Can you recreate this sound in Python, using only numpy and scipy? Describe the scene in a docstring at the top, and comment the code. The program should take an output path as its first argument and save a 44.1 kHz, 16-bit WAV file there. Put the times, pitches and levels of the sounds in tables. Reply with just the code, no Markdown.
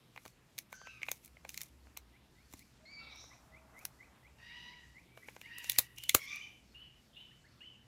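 """A large parrot close by cracks and nibbles a walnut shell in an outdoor aviary: noise bursts strike modes.
Other parrots squawk and whistle farther off among trees, as partials that blur into hoarse bands.
A small bird repeats a rising chirp and another gives three pips, all swept sines.
An insect trills faintly, a throbbing narrow noise.
Far rumble and a bright treble hiss, made of filtered noise, lie under it all."""
import sys
import numpy as np
from scipy import signal
from scipy.io import wavfile

SR = 44100
rng = np.random.default_rng(int(sys.argv[2]) if len(sys.argv) > 2 else 0)


def output_pcm(signal):
    """Save a mono or channel-first signal as 16-bit PCM at the path in sys.argv[1].

    Samples are clipped to [-1, 1] before scaling.
    """
    pcm = np.clip(np.atleast_2d(signal).T, -1, 1) * 32767
    wavfile.write(sys.argv[1], SR, np.round(pcm).astype(np.int16))


def natural_amplitude(level_db):
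    """Convert a level in decibels to a linear amplitude factor, elementwise."""
    exponent = np.asarray(level_db, float) / 20
    return 10 ** exponent


N = 347049


def rms_one(x):
    """Scale to rms 1."""
    return x / np.sqrt(np.mean(x ** 2) + 1e-20)


def noise():
    """White noise as long as the scene."""
    return rng.standard_normal(N)


def band(x, low_hz, high_hz):
    """Butterworth band-pass."""
    return signal.sosfilt(signal.butter(2, [low_hz, high_hz], "band", fs=SR, output="sos"), x)


def drift(rate_hz, count):
    """Slow random wavering: noise through a two-pole low-pass at the given rate, rms 1."""
    r = np.exp(-2 * np.pi * rate_hz / SR)
    run_in = int(2 * SR / max(rate_hz, 1))
    slow = signal.lfilter([1], [1, -2 * r, r * r], rng.standard_normal(count + run_in))
    return rms_one(slow[run_in:])


def ring(x, hz, t60):
    """One decaying mode: a resonator that loses 60 dB in t60 seconds."""
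    r = natural_amplitude(-60 / (t60 * SR))
    w = 2 * np.pi * hz / SR
    return signal.lfilter([0, np.sin(w)], [1, -2 * r * np.cos(w), r * r], x)


def level(rows):
    """Gain along rows of time in seconds and level in dB, silent outside them."""
    s, db = np.transpose(rows)
    return natural_amplitude(np.interp(np.arange(N) / SR, s, db, left=-200, right=-200))


def strokes(rows, attack, release, edge_db):
    """Gain of events (start s, length s, dB): rise, hold and fall, as shares of the length."""
    gain = 0
    for s, n, db in rows:
        gain = gain + level([(s, db + edge_db), (s + attack * n, db),
                             (s + (1 - release) * n, db), (s + n, db + edge_db)])
    return gain


def scatter(x, t60, delay_s, cut_hz):
    """Dense scattered echoes: noise that dies away, dulled; energy 1."""
    t = np.arange(int(t60 * SR)) / SR
    tail = rng.standard_normal(len(t)) * natural_amplitude(-60 * t / t60) * (t > delay_s)
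    tail = signal.lfilter([1], [1, -np.exp(-2 * np.pi * cut_hz / SR)], tail)
    return signal.fftconvolve(x, tail / np.sqrt(np.sum(tail ** 2)))[:N]


# Tone color of the outdoor air and far rumble. Each row: frequency in Hz, relative level in dB per Hz.
AIR_SPECTRUM = [(15, -40), (25, -17.5), (45, -6), (65, -2), (90, -8.5), (124, -6), (160, -4.5), (300, -9.5),
                (457, -16.5), (1490, -21), (2100, -21), (3440, -23.5), (4090, -24), (9000, -30)]


def air():
    """Half-octave bands of noise, each wavering a little, sum to the far rumble and air."""
    out = 0
    edges = 22 * 2 ** np.arange(0, 8.8, .5)
    white = rng.standard_normal((2, N))
    hz, db = np.transpose(AIR_SPECTRUM)
    for k, (low, high) in enumerate(zip(edges, edges[1:])):
        here_db = np.interp(np.log(low * high) / 2, np.log(hz), db)
        # a 4 Hz wavering, drawn at every 64th sample
        waver = np.repeat(drift(4 * 64, N // 64 + 1), 64)[:N]
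        out = out + natural_amplitude(here_db + 2.0 * waver) * band(white[k % 2], low, high)
    # the level is set by the part from 30 to 400 Hz
    return natural_amplitude(-69 + 0.12 * drift(.6, N)) * out / np.std(band(out, 30, 400))


# The two low drones in the rumble. Each row: pitch in Hz, width in Hz.
DRONES = [(64, 9), (122, 10.18)]
# How the drones waver. Each row: time in seconds, level of the low drone in dB, of the high drone in dB.
DRONE_LEVELS = [(0.0, -121, -72), (1.0, -73, -76), (1.9, -67.5, -77), (2.5, -70, -74), (4.4, -69.5, -75),
                (5.3, -74, -74), (5.802, -73.5, -69), (6.8, -70.5, -75.5), (7.2, -81, -75),
                (7.87, -84, -71)]


def drones():
    """Two narrow bands of noise hum low down, each following its own level."""
    out = 0
    s, *levels_db = np.transpose(DRONE_LEVELS)
    for (hz, width_hz), db in zip(DRONES, levels_db):
        hum = rms_one(band(noise(), hz - width_hz / 2, hz + width_hz / 2))
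        out = out + level(np.transpose([s, db])) * hum
    return out


# Level of the bright treble hiss. Each row: time in seconds, level in dB before the random flutter.
TREBLE_HISS = [(0.0, -79.5), (2.69, -81), (2.94, -87.5), (3.18, -80.5), (5.15, -81), (5.87, -74.5),
               (6.14, -71.5), (6.64, -83), (7.87, -83.5)]


def treble_hiss():
    """Bright treble hiss whose level changes slowly, fluttering."""
    bright = rms_one(band(noise(), 8300, 14000))
    return level(TREBLE_HISS) * bright * natural_amplitude(1.6 * drift(3.1, N))


# The dull swell. Each row: start in seconds, length in seconds, level in dB before the random flutter.
DULL_SWELL = [(2.75, 2.28, -69.5)]


def dull_swell():
    """A dull hollow band of noise that swells and passes once."""
    dull = rms_one(band(noise(), 534, 1350)) * natural_amplitude(2.4 * drift(12.2, N))
    return strokes(DULL_SWELL, attack=0.11, release=0.48, edge_db=-18.5) * dull


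# The insect's trills. Each row: start in seconds, length in seconds, level in dB.
TRILLS = [(.28, 0.12, -81), (1.78, 0.1, -83), (2.33, 0.26, -83), (3.88, 0.19, -84), (6.69, 0.21, -79.5),
          (7.4, 0.28, -80.5)]


def insect():
    """A narrow rasp of noise that throbs about 31 times a second."""
    throb = (1 + np.sin(2 * np.pi * 31 * np.arange(N) / SR + 1.2 * drift(2.0, N))) ** 2
    rasp = band(noise(), 4390 - 110, 4390 + 110)
    return strokes(TRILLS, attack=.25, release=.3, edge_db=-5) * rms_one(throb * rasp)


def rising_note(db, length_s, start_hz, end_hz, bend):
    """A thin sine sweeps up, broken up on its way through the leaves; bend over 1 speeds up the end."""
    u = np.arange(round(length_s * SR)) / (length_s * SR)
    phase = 2 * np.pi * np.cumsum(start_hz + (end_hz - start_hz) * u ** bend) / SR
    flicker_db = 4.2 * drift(90, len(u))
    return np.sqrt(2) * natural_amplitude(db + flicker_db) * np.sin(np.pi * u) ** 0.61 * np.sin(phase)


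# Rising chirps of the small bird. Each row: start in seconds, level in dB, length in seconds.
RISING_CHIRPS = [(2.125, -68, 0.059), (2.345, -74, 0.097), (2.591, -70, 0.048), (3.302, -61.5, 0.044),
                 (3.517, -62, 0.072), (3.739, -61.5, .084), (3.983, -61.5, 0.071), (4.229, -64, 0.056),
                 (4.45, -62.5, 0.093), (4.704, -66, 0.051), (4.942, -62, 0.068), (5.219, -62, 0.049),
                 (5.424, -61.5, .07)]
# Three short rising pips of another small bird. Each row: start in seconds, level in dB.
SHORT_PIPS = [(7.3, -73), (7.438, -69.5), (7.604, -68.5)]


def small_birds():
    """One bird's chirps sweep faster toward their end; another bird's pips sweep evenly."""
    out = np.zeros(N)
    notes = [(s, db, length_s, 1960, 2670, 2.2) for s, db, length_s in RISING_CHIRPS]
    notes += [(s, db, 0.042, 1500, 2300, 1) for s, db in SHORT_PIPS]
    for s, *shape in notes:
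        note = rising_note(*shape)
        at = round(s * SR)
        out[at:at + len(note)] += note
    return out


def hoarse(width_hz, count):
    """Complex noise that spreads a tone into a band of about twice this width; power 1."""
    return (drift(width_hz, count) + 1j * drift(width_hz, count)) / np.sqrt(2)


def voice(rows, partials_db, attack_s, hold, release_db, scoop, scoop_s, sag, break_db=0, wander=.005):
    """Calls whose pitch scoops up and sags; roughness turns clear partials into hoarse bands and rasp."""
    onset_db, break_s = -10, 0.016  # a call starts faint; with break_db it falters briefly
    hoarser_per_db = .007  # a call roughens as the effort drops
    out = np.zeros(N)
    for s, length_s, base_db, top_hz, rough in rows:
        at = np.arange(round(s * SR), min(N, round((s + length_s) * SR)))
        count = len(at)
        t = at / SR - s
        corners_s = [0, attack_s, max(hold * length_s, attack_s), length_s]
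        effort_db = np.interp(t, corners_s, [onset_db, 0, 0, release_db])
        falter_db = break_db * np.exp(-((t - attack_s - 2 * break_s) / break_s) ** 2)
        db = base_db + effort_db + falter_db
        hz = top_hz * (1 - scoop * np.exp(-(t / scoop_s) ** 2) - sag * (t / length_s) ** 2)
        rough = np.clip(rough - hoarser_per_db * effort_db, 0, 1)
        phase = 2 * np.pi * np.cumsum(hz * (1 + wander * drift(12, count))) / SR
        # the voice rattles: uneven pulses some seventy times a second
        rattle_phase = 2 * np.pi * np.cumsum(72 + 25 * drift(20, count)) / SR
        rattle = 1 + .8 * rough * np.sin(rattle_phase)
        for k, partial_db in enumerate(partials_db, 1):
            partial_hz = hz.mean() * k
            clear = (1 - rough) ** (1 + partial_hz / 1500)  # high partials break up first
            blur = hoarse(partial_hz / 13, count) + .6 * rough ** 2 * hoarse(600, count)
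            tone = (np.sqrt(clear) + np.sqrt(1 - clear) * blur) * np.exp(1j * k * phase)
            gain = np.sqrt(2) * natural_amplitude(db + partial_db + 3.1 * drift(9, count))
            out[at] += gain * rattle * tone.real
    return out


# Far squawks. Each row: start in seconds, length in seconds, base level in dB,
# pitch in Hz before scoop and sag, roughness from 0 to 1 at full effort.
SQUAWK_CALLS = [(4.385, 0.58, -57, 965, 0.19), (5.43, .55, -57.5, 965.5, 0.2)]


def squawks():
    """Long, fairly low calls with six partials, strongest in the second and third."""
    return voice(SQUAWK_CALLS, [-17, -0.5, -2.5, -12, -13, -19.5], attack_s=0.11, hold=.55,
                 release_db=-24, scoop=.03, scoop_s=.1, sag=.01, wander=.012)


# A far screech. Each row: start in seconds, length in seconds, base level in dB,
# pitch in Hz before scoop and sag, roughness from 0 to 1 at full effort.
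SCREECH_CALLS = [(6.18, .38, -50, 1207, .22)]


def screeches():
    """A wavering call whose second partial stands out, with a deep scoop."""
    return voice(SCREECH_CALLS, [-15.5, 3.0, -8.5, -15, -11, -24.5], attack_s=0.073, hold=0.44,
                 release_db=-35.5, scoop=0.12, scoop_s=0.11, sag=0.025, wander=0.022)


# A far squeal. Each row: start in seconds, length in seconds, base level in dB,
# pitch in Hz before scoop and sag, roughness from 0 to 1 at full effort.
SQUEAL_CALLS = [(.72, 0.18, -61.5, 1553, 0.24)]


def squeals():
    """A call held nearly to its end, led by its first partial."""
    return voice(SQUEAL_CALLS, [1.0, -12.5, -9.0, -7.0], attack_s=0.019, hold=0.85,
                 release_db=-22, scoop=0.019, scoop_s=0.063, sag=0.0043)


# Far yelps. Each row: start in seconds, length in seconds, base level in dB,
# pitch in Hz before scoop and sag, roughness from 0 to 1 at full effort.
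YELP_CALLS = [(.85, .19, -62, 1316, 0.17), (2.99, 0.17, -63.5, 1353, 0.06)]


def yelps():
    """Short calls that fade early while their pitch falls."""
    return voice(YELP_CALLS, [-4, 2, -11, -10], attack_s=0.031, hold=0.2,
                 release_db=-11, scoop=0.0083, scoop_s=0.025, sag=0.14)


# A far shriek. Each row: start in seconds, length in seconds, base level in dB,
# pitch in Hz before scoop and sag, roughness from 0 to 1 at full effort.
SHRIEK_CALLS = [(2.853, 0.192, -55.5, 2324, .03)]


def shrieks():
    """A clear high call with two strong partials and a faint third."""
    return voice(SHRIEK_CALLS, [0, -4.8, -28], attack_s=0.034, hold=0.82,
                 release_db=-11, scoop=0.09, scoop_s=.045, sag=0.0204)


# Rough tails and blurred upper partials of the far calls. Each row: start in seconds, length in seconds,
# base level in dB, pitch in Hz before scoop and sag, roughness from 0 to 1 at full effort.
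HOARSE_BANDS = [(3.0, 0.28, -61.5, 3850, 0.37), (3.01, 0.19, -64, 2280, 0.45), (3.1, 0.24, -63, 5780, 0.28),
                (4.4, 0.44, -66, 2680, 0.44), (5.5, .32, -58.5, 2760, 0.46), (6.2, 0.21, -64, 5740, 0.44)]


def hoarse_bands():
    """Hoarse bands: rough tails and blurred upper partials of the far calls, each a single partial."""
    return voice(HOARSE_BANDS, [0], attack_s=0.062, hold=0.42,
                 release_db=-10, scoop=0.024, scoop_s=0.092, sag=0.0045)


# Far whistles. Each row: start in seconds, length in seconds, base level in dB,
# pitch in Hz before scoop and sag, roughness from 0 to 1 at full effort.
WHISTLE_CALLS = [(5.97, 0.15, -54, 3070, 0.3), (6.36, 0.19, -58, 3073, .1), (6.745, .16, -54, 3054, 0.052),
                 (7.16, 0.18, -56.5, 3094, .1), (7.605, 0.16, -56.5, 3078, 0.056)]


def whistles():
    """A single partial that starts fast, falters briefly and falls in pitch."""
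    return voice(WHISTLE_CALLS, [0], attack_s=0.0092, hold=0.47,
                 release_db=-17.5, scoop=0.087, scoop_s=.035, sag=.1, break_db=-6.5)


# A far yip. Each row: start in seconds, length in seconds, base level in dB,
# pitch in Hz before scoop and sag, roughness from 0 to 1 at full effort.
YIP_CALLS = [(7.13, 0.13, -62.5, 3670, 0.29)]


def yips():
    """A short single partial that scoops up quickly and dies away early."""
    return voice(YIP_CALLS, [0], attack_s=0.0081, hold=0.13,
                 release_db=-17, scoop=0.15, scoop_s=.022, sag=0.072)


# Soft far notes, low or high. Each row: start in seconds, length in seconds, base level in dB,
# pitch in Hz before scoop and sag, roughness from 0 to 1 at full effort.
STEADY_NOTES = [(2.8, 0.057, -67.5, 634, 0.056), (3.46, 0.33, -74, 643, .05), (5.08, 0.26, -71, 2300, 0.2)]


def steady_notes():
    """Soft far notes, low or high, single partials almost steady in pitch."""
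    return voice(STEADY_NOTES, [0], attack_s=0.053, hold=0.44,
                 release_db=-8, scoop=.012, scoop_s=0.031, sag=0.0017)


def far_calls():
    """All the far voices together."""
    return (squawks() + screeches() + squeals() + yelps() + shrieks()
            + hoarse_bands() + whistles() + yips() + steady_notes())


# Hard echoes from sheds nearby. Each row: delay in seconds, level in dB against the direct call.
SHED_ECHOES = [(.037, -9), (.083, -12), (.14, -14)]


def slaps(x):
    """A few separate echoes lay a gliding call over itself."""
    return sum(natural_amplitude(db) * np.pad(x, (round(delay_s * SR), 0))[:N] for delay_s, db in SHED_ECHOES)


# Low thumps. Each row: time in seconds, strength of the starting click in dB.
LOW_THUMPS = [(.259, -50), (2.54, -44), (5.7873, -36.5), (6.149, -26)]


def thumps():
    """A few breaks come with a low thump: a click rings two low modes."""
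    clicks = np.zeros(N) + 1e-18
    for s, db in LOW_THUMPS:
        clicks[round(s * SR)] = natural_amplitude(db)
    return band(ring(clicks, 98, .03) + ring(clicks, 271.6, 0.022), 67, 1000)


def nut(burst, modes, bite_hz, grip=0.02):
    """A burst strikes every mode, most those near the bitten spot's pitch; the grip shifts the pitches."""
    out = 0
    for (hz, db, t60), (a, b) in zip(modes, rng.standard_normal((len(modes), 2))):
        near_db = 12 * np.exp(-(np.log(hz / bite_hz) / .11) ** 2)
        out = out + natural_amplitude(db + near_db + 2.5 * a) * ring(burst, hz * (1 + grip * b), t60)
    return band(out, modes[0][0], 1.05 * modes[-1][0])


# Crumbs grinding under the beak. Each row: start in seconds, length in seconds,
# level in dB of the bright grains, to which the ringing of the shell is added.
GRINDING_STROKES = [(.15, .17, -73.5), (.55, 0.078, -75), (.7, 0.066, -72.5), (1.02, 0.16, -65.5),
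                    (1.22, 0.056, -72.5), (1.47, 0.17, -68.5), (1.6, 0.092, -69), (2.5, 0.13, -71),
                    (3.76, 0.089, -74), (5.15, 0.33, -73), (5.58, 0.29, -62), (5.96, .3, -65),
                    (6.28, 0.13, -76)]
# Ringing of the shell, also used by the cracks.
# Each row: pitch in Hz, relative level in dB, seconds to die away by 60 dB.
SHELL_MODES = [(1950, -14.5, 0.022), (2260, 17, 0.0053), (3090, -24, 0.021)]
# Ringing of the splinters, also used by the cracks.
# Each row: pitch in Hz, relative level in dB, seconds to die away by 60 dB.
SPLINTER_MODES = [(3800, -0.5, 0.0043), (4230, -1.5, 0.0046), (5830, 3, 0.0016), (6570, -9, 0.0044),
                  (7400, -3, 0.0027)]


def grinding():
    """Dense uneven grains, clumped, bright, with some ringing of the shell and splinters."""
    born = rng.random(N) < 2500 * natural_amplitude(5.0 * drift(25, N)) / SR
    size = natural_amplitude(2.9 * np.minimum(rng.exponential(1, N), 4))
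    grains = born * size * rng.choice([-1, 1], N) + 1e-18
    shell = natural_amplitude(-5.0) * rms_one(nut(grains, SHELL_MODES, 2250))
    splinters = natural_amplitude(-0.5) * rms_one(nut(grains, SPLINTER_MODES, 5600))
    bright = rms_one(band(grains, 8900, 14400))
    gain = strokes(GRINDING_STROKES, attack=.4, release=0.26, edge_db=-4.5)
    return gain * (bright + shell + splinters)


# Beak on shell. Each row: time of the break in seconds, hollow knock in dB, shell ring in dB,
# bright snap in dB, pitch of the bitten spot in Hz.
BREAKS = [(0.1617, -52, -51, -66, 2440), (0.176, -49.5, -45.5, -63, 2260), (0.253, -53, -58, -57, 3790),
          (0.2607, -50, -61, -57, 3810), (0.279, -76, -60, -56, 6400), (0.5807, -61.5, -48.5, -46, 5300),
          (0.5872, -63, -43.5, -36, 5530), (0.7274, -46, -46, -51, 2240), (0.8152, -51, -65, -80, 6050),
          (0.8712, -50.5, -48, -70, 2070), (1.0174, -62, -45.5, -74, 2220),
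          (1.0314, -55.5, -32.5, -61, 2240), (1.0652, -60, -54, -69, 2140),
          (1.0855, -41.5, -35.5, -59, 2170), (1.092, -64, -58, -50, 6660), (1.1157, -44, -41, -30.5, 6400),
          (1.248, -80, -70, -51, 7200), (1.259, -82, -73, -50, 7040), (1.278, -75, -63, -60, 2300),
          (1.369, -62.5, -54.5, -94, 2260), (1.4496, -47, -48, -61.5, 2150),
          (1.4922, -72, -47.5, -44, 7200), (1.5031, -68, -62, -53, 7060), (1.5434, -68, -51, -47.5, 6900),
          (1.5762, -65, -43, -38.5, 6270), (1.6075, -72, -51, -50, 6500), (1.6155, -65, -49, -37.5, 6840),
          (1.6333, -67, -62, -45, 6770), (1.87, -61.5, -67, -87, 2240), (1.9679, -61, -51, -71, 2300),
          (1.9727, -52.5, -50, -41, 7700), (2.527, -64, -65, -57, 7710), (2.537, -52, -56, -51, 7500),
          (2.593, -80, -64, -54, 6720), (3.159, -82, -69, -63, 3970), (3.2404, -57, -67, -72, 5810),
          (3.791, -66, -68, -57, 7430), (3.8524, -51, -48, -33.5, 5860), (5.1746, -50.5, -56.5, -65, 2350),
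          (5.2851, -49, -44.5, -77, 2220), (5.3642, -49.5, -54.5, -70, 5560),
          (5.4143, -59.5, -47.5, -54, 2300), (5.584, -58, -59, -39.5, 1890),
          (5.6434, -55, -50.5, -45.5, 5940), (5.6972, -57, -35.5, -24, 3800), (5.719, -68, -48, -34, 3600),
          (5.7307, -73, -53, -49, 5730), (5.7613, -63, -47, -62, 4050), (5.7861, -39, -33, -13, 5140),
          (5.7919, -74, -40.5, -20, 3370), (5.9833, -65.5, -52, -46, 6170), (6.0372, -67, -53, -41, 4300),
          (6.094, -71, -28, -23.5, 3430), (6.148, -23, -27, -13, 7300), (6.1524, -65, -70, -23.5, 7970),
          (6.3596, -63, -60, -50, 3730)]
# Hollow knock of the nut. Each row: pitch in Hz, relative level in dB, seconds to die away by 60 dB.
HOLLOW_MODES = [(424, -6.5, 0.0027), (595, 8, 0.0027), (1070, 13, 0.0037), (1500, -4, 0.0058)]


def cracks():
    """Each break is a spray of tiny fractures after a short creak, ringing the nut's modes."""
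    length, lead = 4000, 220  # samples in a break, and of creak before it
    out = np.zeros(N + length)
    snap_filter = signal.butter(4, 8900, "high", fs=SR, output="sos")
    ms = (np.arange(length) - lead) * 1000 / SR
    creak = natural_amplitude(-12 + 5.9 * ms)
    decay = natural_amplitude(-8.0 * ms) + natural_amplitude(-24.0 - 0.63 * ms)
    shape = np.where(ms < 0, creak, decay)
    for s, hollow_db, ring_db, snap_db, bite_hz in BREAKS:
        # splinters sound between ring and snap, more where the bitten spot is thin and high
        splinter_db = snap_db + 0.6 * (ring_db - snap_db) - 6 + 7.5 * (bite_hz > 3000)
        burst = rng.standard_normal(length) * natural_amplitude(2.0 * rng.standard_normal(length)) * shape
        parts = [nut(burst, modes, bite_hz) for modes in (HOLLOW_MODES, SHELL_MODES, SPLINTER_MODES)]
        parts.append(signal.sosfilt(snap_filter, burst))
        at = round(s * SR) - lead
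        for part, db in zip(parts, (hollow_db, ring_db, splinter_db, snap_db)):
            # each level is the rms over the first three milliseconds of the break
            first_rms = np.sqrt(np.mean(part[lead:lead + 132] ** 2))
            out[at:at + length] += natural_amplitude(db) * part / first_rms
    return out[:N]


def scene():
    """The nut is near and dry, the other birds far and wet."""
    near = cracks() + grinding()
    far = far_calls()
    notes = small_birds()
    cage = natural_amplitude(-18.5) * scatter(near, t60=0.12, delay_s=0.00077, cut_hz=9000)
    far = far + slaps(far)
    trees = scatter(natural_amplitude(-10.5) * far + natural_amplitude(-10) * notes, t60=0.33, delay_s=0.014, cut_hz=9800)
    background = air() + drones() + treble_hiss() + dull_swell() + insect()
    return (background + notes + far + trees + thumps() + near + cage)[None]


def roll_off(x):
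    """The treble ends steeply here."""
    return signal.sosfilt(signal.butter(12, 16640, fs=SR, output="sos"), x)


def record(dry):
    """The microphone path rolls off the very top."""
    mix = signal.sosfilt(signal.butter(10, 15400, fs=SR, output="sos"), dry)
    return roll_off(mix)


dry = scene()
out = record(dry)
output_pcm(out)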